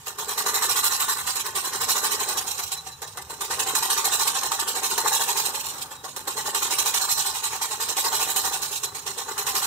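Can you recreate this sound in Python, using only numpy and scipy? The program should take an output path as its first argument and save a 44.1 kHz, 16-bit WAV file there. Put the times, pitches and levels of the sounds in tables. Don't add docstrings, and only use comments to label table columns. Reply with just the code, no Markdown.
import sys
import numpy as np
from scipy import signal
from scipy.fft import rfft, irfft, next_fast_len
from scipy.io import wavfile
from scipy.ndimage import uniform_filter1d

SR = 44100
rng = np.random.default_rng(int(sys.argv[2]) if len(sys.argv) > 2 else 0)


def put_to_file(sound):
    columns = np.atleast_2d(sound).T
    safe = np.clip(columns, -1, 1)
    whole_steps = np.round(safe * 32767)
    wavfile.write(sys.argv[1], SR, whole_steps.astype(np.int16))


N = 426006

# f/Hz, level/dB
LOW_BALANCE = [(300, 2), (335, -2), (400, 1.5), (480, 0), (570, -1.5), (660, -5.5), (740, 1), (900, 2),
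               (1100, 1)]
BLOWER_DB = -25.5


def blower():
    tin = rms_one(casing(reflected(friction(patchy_db=2.5), echo_db=-4.5)))
    rub = rubbing()
    inside = scrape(tin, rub) + from_db(5.5) * sizzle(tin, rub)
    inside = inside + from_db(0.86) * rattle(tin) + from_db(-1.0) * puff(tin)
    inside = inside + flow() + knocks()
    outside = ports(filtered(inside, from_db(per_bin(LOW_BALANCE))))
    return from_db(BLOWER_DB) * rms_one(outside) + sings()


# level at cruising speed/dB, rise per doubling of speed/dB,
# rise per doubling a second of push/(dB s), share of the contact/1, share of the draught/1
SCRAPE_LAW = (3, 6.5, -0.65, 1.08, 0)
# part of the turn/1, level/dB, share of the second rub/1, gain on a slow turn/dB
SCRAPE_TURN = [(.04, 2.5, 0, -3.5), (.11, 5, 0.14, -3.5), (.23, 4.5, 0.06, -9.5), (.32, 3, 0.58, -12.5),
               (.43, 2.2, 0.88, -5.5), (.56, 0.9, 0.58, -14.5), (.72, -4.5, 1, -7.5), (.9, -6, 0.74, -9),
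               (.985, -2, 0.74, -9)]


def rubbing():
    contact = np.hypot(each_turn(SCRAPE_TURN, SCRAPE_LAW, bright=True), drags())
    return contact * gritty(grit_db=1.04, grit_rate=93)


def scrape(tin, rub):
    lower = evened(tin, 2168, 5004) * gritty(grit_db=0.24, grit_rate=27)
    upper = evened(tin, 4910, 9900)
    return rub * (lower + upper)


# t/s, level/dB
TREBLE = [(0, 2.5), (1, 1.5), (2.5, 1), (4.2, -1.5), (5.3, 0), (6.3, 1), (7.5, -1.2), (8.298, 1.5),
          (9.099, -0.5), (9.66, 2.5)]


def sizzle(tin, rub):
    harder = rms_one(rub ** 1.15) * gritty(grit_db=1.5, grit_rate=29)
    return harder * evened(tin, 9910, 20300) * from_db(over_time(*np.transpose(TREBLE)))


RATTLE_LAW = (2.6, 16.4, 0.037, 0.73, 0.16)
# part of the turn/1, level/dB, share of the second rub/1,
# gain on a slow turn/dB
RATTLE_TURN = [(.045, 5.5, 0, 7.5), (.17, 4.5, 0.6, 4.5), (.3, 4, 0, 1.5), (.43, 5.5, 0, -1.5),
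               (.55, 1, 0, -3), (.71, -4, 0, -9), (.83, -2, 0, 1), (.985, 1.5, 0.65, -4.5)]
# t/s, level/dB
HOLLOWNESS = [(0, 0), (1.3, -6.5), (2.805, 2.5), (4.1, -0.5), (5.298, 4), (6.799, 1), (8.3, 2.5),
              (9.2, 1.5), (9.66, -2)]


def rattle(tin):
    hollow = from_db(over_time(*np.transpose(HOLLOWNESS)) / 2)
    shake = each_turn(RATTLE_TURN, RATTLE_LAW) * gritty(grit_db=1.5, grit_rate=210)
    low, middle, high = (gritty(grit_db=1.83, grit_rate=33) for _ in range(3))
    low_band = evened(tin, 590, 951) * low
    upper_bands = evened(tin, 975, 1365) * middle + evened(tin, 1382, 2133) * high
    return shake * (low_band * hollow + upper_bands / hollow)


PUFF_LAW = (2.1, 13, 2.74, 1.03, 1.08)
# part of the turn/1, level/dB, share of the second rub/1,
# gain on a slow turn/dB
PUFF_TURN = [(.05, 6, 0, 10.5), (.28, 6.5, 0.26, -1.5), (.42, 7, 0.1, -1), (.65, -9, 0.1, 4),
             (.85, 5.5, 0, -6.5)]


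def puff(tin):
    pulse = each_turn(PUFF_TURN, PUFF_LAW) * gritty(grit_db=3.0, grit_rate=95)
    return pulse * evened(tin, 301, 665)


FLOW_LAW = (-13, 7, -1, 1, 0.72)
# f/Hz, level/dB
FLOW_SPECTRUM = [(200, -35), (340, -10), (410, -6.5), (520, -6), (690, -10.5), (790, -1.5), (850, -3),
                 (900, -0.5), (970, -9), (1130, -0.5), (1350, -6), (2200, -17)]


def flow():
    stream = filtered(rng.standard_normal((2, N)), from_db(per_bin(FLOW_SPECTRUM)))
    return from_db(driven_db(FLOW_LAW, np.arange(N) / SR)) * rms_one(stream)


# t/s, level/dB
HARD_CATCHES = [(0.184, 0), (0.376, -1), (0.622, 10), (0.999, 3), (1.886, 7), (2.718, 6.5), (3.018, 1.5),
                (3.171, 0.5), (3.407, 3.5), (3.592, 4), (3.75, 12.5), (3.825, 10), (3.9, 12.5), (4.432, 10),
                (4.517, 12), (4.978, 13.5), (6.162, 3), (6.546, 12.5), (6.706, 4), (6.784, 11), (6.859, 11),
                (6.94, 10.5), (7.967, 6), (8.36, 11), (8.833, 7), (9.378, 7.5), (9.466, 9), (9.551, 8)]
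KNOCK_ATTACK_S, KNOCK_DECAY_S = 0.0019, 0.01
# f/Hz, level/dB
KNOCK_SPECTRUM = [(150, -25), (400, -6), (1000, 8.5), (2000, 9), (5000, 7), (14000, 8)]


def knocks():
    t, burst = np.arange(N) / SR, ticks()
    for s, db in HARD_CATCHES:
        age = t[:4000]
        pulse = np.exp(-age / KNOCK_DECAY_S) * np.minimum(age / KNOCK_ATTACK_S, 1)
        burst[int(s * SR):][:len(age)] += from_db(db) * pulse
    noise = burst * rng.standard_normal((2, N))
    return casing(filtered(noise, from_db(per_bin(KNOCK_SPECTRUM))))


TICKS_PER_S, TICK_DB, TICK_SPREAD_DB, TICK_DECAY_S = 21, -14, 5, 0.0014


def ticks():
    sizes = from_db(TICK_DB + TICK_SPREAD_DB * np.minimum(rng.exponential(1, N), 3))
    born = rng.random(N) < TICKS_PER_S / SR
    decay = np.exp(-1 / (TICK_DECAY_S * SR))
    return signal.lfilter([1], [1, -decay], sizes * born + 1e-18)


# t/s, length/s, level/dB
MID_TURN_DRAGS = [(1.245, 0.03, -7), (1.41, 0.025, 6), (2.152, 0.02, 2), (3.083, 0.03, -11),
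                  (3.347, 0.028, -23), (4.463, 0.02, 4), (5.608, 0.03, 5), (5.666, 0.02, 3),
                  (5.7, 0.047, 3), (5.79, 0.025, -1), (5.822, 0.024, 3), (6.112, 0.025, -8),
                  (6.63, 0.015, 8), (7.13, 0.028, 3), (7.212, 0.043, 4.5), (8.769, 0.044, 5),
                  (9.11, 0.02, -4), (9.22, 0.015, -6)]


def drags():
    t = np.arange(N) / SR
    return sum(from_db(db) * np.exp(-(2 * (t - s) / length) ** 2) for s, length, db in MID_TURN_DRAGS)


# t/s, length/s, f/Hz, level/dB
RIM_TONES = [(2.784, 0.05, 3990, -37), (2.937, 0.045, 3980, -43), (5.987, 0.074, 3840, -50),
             (8.882, 0.052, 4000, -40), (9.005, 0.052, 3960, -57)]


def sings():
    t, out = np.arange(N) / SR, np.zeros(N)
    waver = np.cumsum(drift(146)) * 30 / SR
    for s, length, hz, db in RIM_TONES:
        swell = np.exp(-(2 * (t - s) / length) ** 2)
        out += np.sqrt(2) * from_db(db) * swell * np.sin(2 * np.pi * (hz * t + waver))
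    return out * gritty(grit_db=2.0, grit_rate=51)


def friction(patchy_db, count=20):
    white = rng.standard_normal((2, 2, N))
    edges = np.linspace(np.sqrt(200), np.sqrt(17500), count + 1) ** 2
    total = 0
    for k, (low, high) in enumerate(zip(edges, edges[1:])):
        total = total + band(white[k % 2], low, high) * rms_one(from_db(patchy_db * drift(18.0)))
    return total


# f/Hz, level/dB
WALL_REFLECTION = [(900, -4), (2200, 0.5), (10000, -3.5)]


def reflected(x, echo_db, count=3):
    turn = np.searchsorted(turn_starts() * SR, np.arange(N))
    lags = (rng.uniform(.0006, .007, (turn[-1] + 1, count)) * SR).astype(int)
    signs = rng.choice([-1, 1], lags.shape)
    echoes = sum(signs[turn, k] * x[:, np.arange(N) - lags[turn, k]] for k in range(count))
    return x + from_db(echo_db) * filtered(echoes, from_db(per_bin(WALL_REFLECTION)))


# f/Hz, bandwidth/Hz, lift/dB
PEAKS_AND_DIPS = [(389, 36, 8.7), (438, 67, 9.1), (773, 33, 12.5), (900, 42, 17.9), (1062, 60, 9.2),
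                  (1183, 62, 12.4), (1462, 68, 9.2), (1770, 70, 6.5), (1925, 67, 2.8), (2465, 38, 5.8),
                  (2650, 38, 6), (2795, 55, 5.8), (2989, 49, 4.4), (3202, 46, 5), (3385, 45, 3),
                  (3538, 35, 4.2), (3723, 50, 5.6), (3845, 85, 5.8), (3998, 136, 11.2), (4112, 40, 8),
                  (4249, 84, 8.8), (4425, 62, 8.7), (4590, 150, -5.5), (4753, 65, 6.2), (5290, 89, 5.1),
                  (5580, 50, 3.5), (5865, 110, 7.5), (6340, 60, 3), (6690, 55, 3.6), (7437, 179, 2.2),
                  (7909, 116, 1.7), (8900, 200, 2.2), (9705, 89, 3.0), (11100, 200, 2), (14381, 89, 4.8)]
# f/Hz, level/dB
BLOWER_ENVELOPE = [(300, -16.1), (600, -15.0), (700, -17.6), (1100, -12.3), (1350, -12.8), (2200, -11.2),
                   (2550, -10.9), (3000, -8.3), (3600, -10.9), (4500, -12.8), (5000, -10.2), (5400, -6.3),
                   (6200, -5.2), (6800, -1.9), (8000, 0.0), (9000, -4.5), (10200, -9.9), (12000, -4.1),
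                   (14300, -11.9), (15300, -9.9)]


def casing(x):
    for hz, width, lift_db in PEAKS_AND_DIPS:
        r = np.exp(-np.pi * width / SR)
        poles = [1, -2 * r * np.cos(2 * np.pi * hz / SR), r * r]
        peak = signal.lfilter([1, 0, -1], poles, x) * (1 - r * r) / 2
        x = x + (from_db(lift_db) - 1) * peak
    return filtered(x, from_db(per_bin(BLOWER_ENVELOPE)))


# f/Hz, level/dB
LEFT_OVER_RIGHT = [(250, 3.5), (420, 1.5), (650, 0), (850, 4.5), (1150, 8), (1450, 0), (1900, -1),
                   (2300, -2), (3900, 0), (4800, -2.5), (6200, -11.5), (8000, -9), (9500, -8), (11200, -1),
                   (14000, -2.5)]
# f/Hz, correlation/1
COHERENCE = [(200, 1), (450, 0.98), (690, 0.85), (790, 0.96), (1100, 0.75), (1200, 0.85), (1340, 0.5),
             (1470, 0.68), (1600, 0.35), (1770, 0.68), (2100, 0.1), (3250, 0.15), (3470, 0.7), (3750, 0.25),
             (4300, 0.5), (4600, 0.62), (4900, 0.08), (6900, 0.08), (8000, 0.3), (9500, 0.05)]
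# f/Hz, phase/rad
LEFT_LEAD = [(300, 0), (880, 0.15), (1300, -1.6), (1800, -0.2), (2300, -4.1), (2800, -4), (3050, -5.2),
             (3600, -6.4), (4000, -8.2), (4400, -9.4), (4650, -9.5), (5050, -12.5), (7300, -19.8),
             (9000, -25)]


def ports(pair):
    alike, sign = per_bin(COHERENCE), np.array([[1], [-1]])
    shared = filtered(pair[0], np.sqrt(1 + alike))
    diffuse = filtered(pair[1], np.sqrt(1 - alike))
    shade = from_db(sign * per_bin(LEFT_OVER_RIGHT) / 2)
    shade = shade / np.linalg.norm(shade, axis=0)
    return filtered(shared + sign * diffuse, shade * np.exp(.5j * sign * per_bin(LEFT_LEAD)))


TURN_SPREAD_DB, SECOND_RUB_DB, SECOND_SPREAD_DB = 0.76, 1.5, 1.03
SECOND_DB_PER_DOUBLING = 4
# t/s, then level of the scrape, of the rattle and puff, and of the second rub/dB
UNEVEN_TURNS = [(0.07, 4.5, 0, -6), (0.378, 2, 1, -2), (0.543, 1, 1.5, -3), (0.62, -0.5, 1.5, 1.5),
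                (1.178, -5, -3, 5), (1.27, 1, -1, 3.5), (1.455, 0.5, 3, -3), (1.548, 3, 2, 0.5),
                (1.884, 2.5, 0, 3.5), (2.12, -0.5, -1.5, -3.5), (2.2, 0, -2, 3), (2.37, 3, -1.5, -6.5),
                (2.47, 1.5, -7, 5), (2.582, 3.5, -0.5, 9.5), (2.715, 7.5, 4, -6), (3.015, -0.5, 2.5, 5),
                (3.41, 0.5, -1.5, 1), (3.67, -2, 0, -0.5), (3.82, -1.5, 0, 1.5), (4.04, 2, 2.5, -3),
                (4.27, 2, 1, -3.5), (4.431, -5.5, 1, 6.5), (4.514, -4, 0.5, 3), (4.59, 2.5, 1.5, -6.5),
                (4.98, -0.5, 1.5, -2), (5.05, -4.5, 2, 7), (5.451, 4, -1.5, -7), (5.54, -0.5, -4, -4),
                (5.63, -8.5, -11.5, -1), (5.73, -17, -12, 1), (5.82, -7, -23, -10.5), (6.04, 4, 2, 5),
                (6.16, 2.5, -0.5, 1.5), (6.27, 3.5, 1.5, 0), (7.09, 1.5, -1, 0.5), (7.349, -5, -3.5, 4),
                (7.53, -3, 0, 2.5), (7.617, 1.5, 0, -1.5), (7.88, -0.5, -2, -3.5), (8.04, 0.5, 3, -0.5),
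                (8.12, -2, 1, 5.5), (8.28, -2.5, -3, 3), (8.52, -0.5, -0.5, -3.5), (8.62, 0.5, -2, 1.5),
                (8.72, 2.5, -4.5, 0), (8.83, 6, -1, -11), (8.95, -2, -5, 1.5), (9.06, 3, 0, -0.5),
                (9.18, 2.5, 1.5, -5), (9.28, -5, 0.5, 3), (9.38, -0.5, -1.5, -3)]


def each_turn(shape, law, bright=False):
    start = turn_starts()
    length = np.diff(start, append=2 * start[-1] - start[-2])
    chance = rng.standard_normal((len(start), 2))
    level_db = driven_db(law, start + length / 2) + TURN_SPREAD_DB * chance[:, 0]
    second_db = SECOND_RUB_DB - SECOND_DB_PER_DOUBLING * np.log2(length * CRUISE_TURNS_PER_S)
    second_db = second_db + SECOND_SPREAD_DB * chance[:, 1]
    for s, scrape_db, rattle_db, late_db in UNEVEN_TURNS:
        turn = np.argmin(abs(start - s))
        level_db[turn] += scrape_db if bright else rattle_db
        second_db[turn] += late_db
    slow = np.clip((length - .085) / 0.04, 0, 1)
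    part, shape_db, share, slow_db = np.transpose(shape)
    s = start[:, None] + length[:, None] * part
    db = level_db[:, None] + shape_db + second_db[:, None] * share + slow[:, None] * slow_db
    idle_db = -15.0
    return from_db(over_time(np.r_[start[0] - .012, np.sort(s.ravel())], np.r_[idle_db, db.ravel()]))


# t/s, turns per second/(1/s)
FAN_SPEED = [(0.04, 7.38), (0.21, 9.89), (0.77, 14.63), (0.85, 12.38), (1.15, 11.06), (1.56, 10.22),
             (1.84, 13.69), (2.33, 11.26), (2.69, 7.03), (3.05, 6.16), (3.34, 8.81), (3.64, 12.83),
             (4.01, 13.69), (4.58, 11.97), (5.0, 14.01), (5.6, 10.3), (5.83, 12.18), (5.94, 7.33),
             (6.17, 8.51), (6.44, 11.66), (6.86, 13.25), (7.34, 11.41), (7.71, 10.56), (8.0, 13.04),
             (8.44, 12.17), (8.85, 8.37), (9.13, 8.69), (9.65, 13.62)]


def turn_starts():
    angle = np.cumsum(over_time(*np.transpose(FAN_SPEED))) / SR
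    start = np.searchsorted(angle, np.arange(.5, angle[-1])) / SR
    for s, _ in HARD_CATCHES:
        start = np.where(abs(start - s) < .012, s, start)
    return start


CRUISE_TURNS_PER_S = 12
FULL_BLAST_TURNS_PER_S = 12.3
PUSH_WINDOW_S = 0.37
# t/s, level/dB
CONTACT_FORCE = [(0, -2), (0.5, 2), (0.75, 2), (1.1, 1.5), (1.8, -1), (2.25, 1.5), (2.9, 0.5), (3.3, -1.5),
                 (3.6, 2.1), (4.0, 3.5), (4.7, 0), (5.1, 2.5), (5.8, 1.7), (6.1, -5.5), (6.6, 1.5),
                 (7.2, 2.5), (7.9, 1), (8.3, 1.5), (9.66, 1.2)]
# t/s, level/dB
DRAUGHT_FLOW = [(0, -2.5), (0.45, 1), (1.25, -2.5), (1.7, -2), (2.05, 5), (2.499, 6.5), (2.8, -2),
                (3.6, -0.5), (4.5, -2), (5.05, 3), (6.1, 3), (6.501, 1), (6.9, -0.5), (7.15, -7.5),
                (7.899, -1), (8.501, 2.5), (8.949, 1), (9.3, -1), (9.66, -3)]


def driven_db(law, s):
    cruise_db, speed_db, push_db, contact_share, draught_share = law

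    def doublings(times):
        return np.log2(np.interp(times, *np.transpose(FAN_SPEED)) / CRUISE_TURNS_PER_S)

    gain = doublings(s + PUSH_WINDOW_S / 2) - doublings(s - PUSH_WINDOW_S / 2)
    speed = np.minimum(doublings(s), np.log2(FULL_BLAST_TURNS_PER_S / CRUISE_TURNS_PER_S))
    contact = np.interp(s, *np.transpose(CONTACT_FORCE))
    draught = np.interp(s, *np.transpose(DRAUGHT_FLOW))
    level_db = cruise_db + speed_db * speed + push_db * gain / PUSH_WINDOW_S
    return level_db + contact_share * contact + draught_share * draught


FLAME_LAW = (-57, 15, 0, -0.5, 0.5)
# f/Hz, level/dB
FLAME_SPECTRUM = [(100, -36), (170, -11), (200, 0), (235, 1), (270, 5), (320, -11), (450, -10),
                  (900, -30.5)]


def flame():
    return from_db(driven_db(FLAME_LAW, np.arange(N) / SR)) * low_noise(FLAME_SPECTRUM)


# t/s, level/dB
YARD_LEVEL = [(0, -56), (2.5, -54.5), (5.802, -58), (6.5, -55), (9.66, -56)]
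# f/Hz, level/dB
YARD_SPECTRUM = [(20, -22), (35, -20), (52, -11), (72, 4.5), (95, -1), (125, 0), (160, 1.5), (200, -12.5),
                 (300, -30), (600, -44)]


def yard():
    level = from_db(over_time(*np.transpose(YARD_LEVEL)))
    return level * low_noise(YARD_SPECTRUM) * gritty(grit_db=2.0, grit_rate=8.5)


def low_noise(spectrum):
    noise = filtered(rng.standard_normal((2, N)), from_db(per_bin(spectrum)))
    return rms_one(noise[0] + from_db(-15.0) * noise[1] * np.array([[1], [-1]]))


def evened(x, low_hz, high_hz):
    edges = [(low_hz / 1.05, 0), (low_hz * 1.05, 1), (high_hz / 1.05, 1), (high_hz * 1.05, 0)]
    part = filtered(x, per_bin(edges))
    power = uniform_filter1d(part ** 2, size=1500, axis=-1)
    return part * np.sqrt(power.mean() / (np.abs(power) + 1e-20))


def gritty(grit_db, grit_rate):
    return rms_one(from_db(grit_db * drift(grit_rate)))


def drift(rate):
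    r = np.exp(-16 * np.pi * rate / SR)
    noise = rng.standard_normal(N // 8 + 4002)
    slow = signal.lfilter([1], [1, -2 * r, r * r], noise)[4000:]
    return np.interp(np.arange(N) / 8, np.arange(len(slow)), rms_one(slow))


def band(x, low_hz, high_hz):
    return signal.sosfilt(signal.butter(3, [low_hz, high_hz], "band", fs=SR, output="sos"), x)


def filtered(x, gain):
    size = next_fast_len(N, True)
    return irfft(rfft(x, size) * gain, size)[..., :N]


def per_bin(points):
    hz, values = np.transpose(points)
    bins_hz = np.fft.rfftfreq(next_fast_len(N, True), 1 / SR)
    return np.interp(np.log(bins_hz + 1), np.log(hz), values)


def over_time(s, values):
    return np.interp(np.arange(N) / SR, s, values)


def from_db(db):
    return 10 ** (np.asarray(db) / 20)


def rms_one(x):
    return x / np.sqrt(np.mean(x ** 2) + 1e-20)


def scene():
    return blower() + flame() + yard()


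def record(dry):
    return signal.sosfilt(signal.ellip(12, .1, 90, 15600, fs=SR, output="sos"), dry)


dry = scene()
out = record(dry)
put_to_file(out)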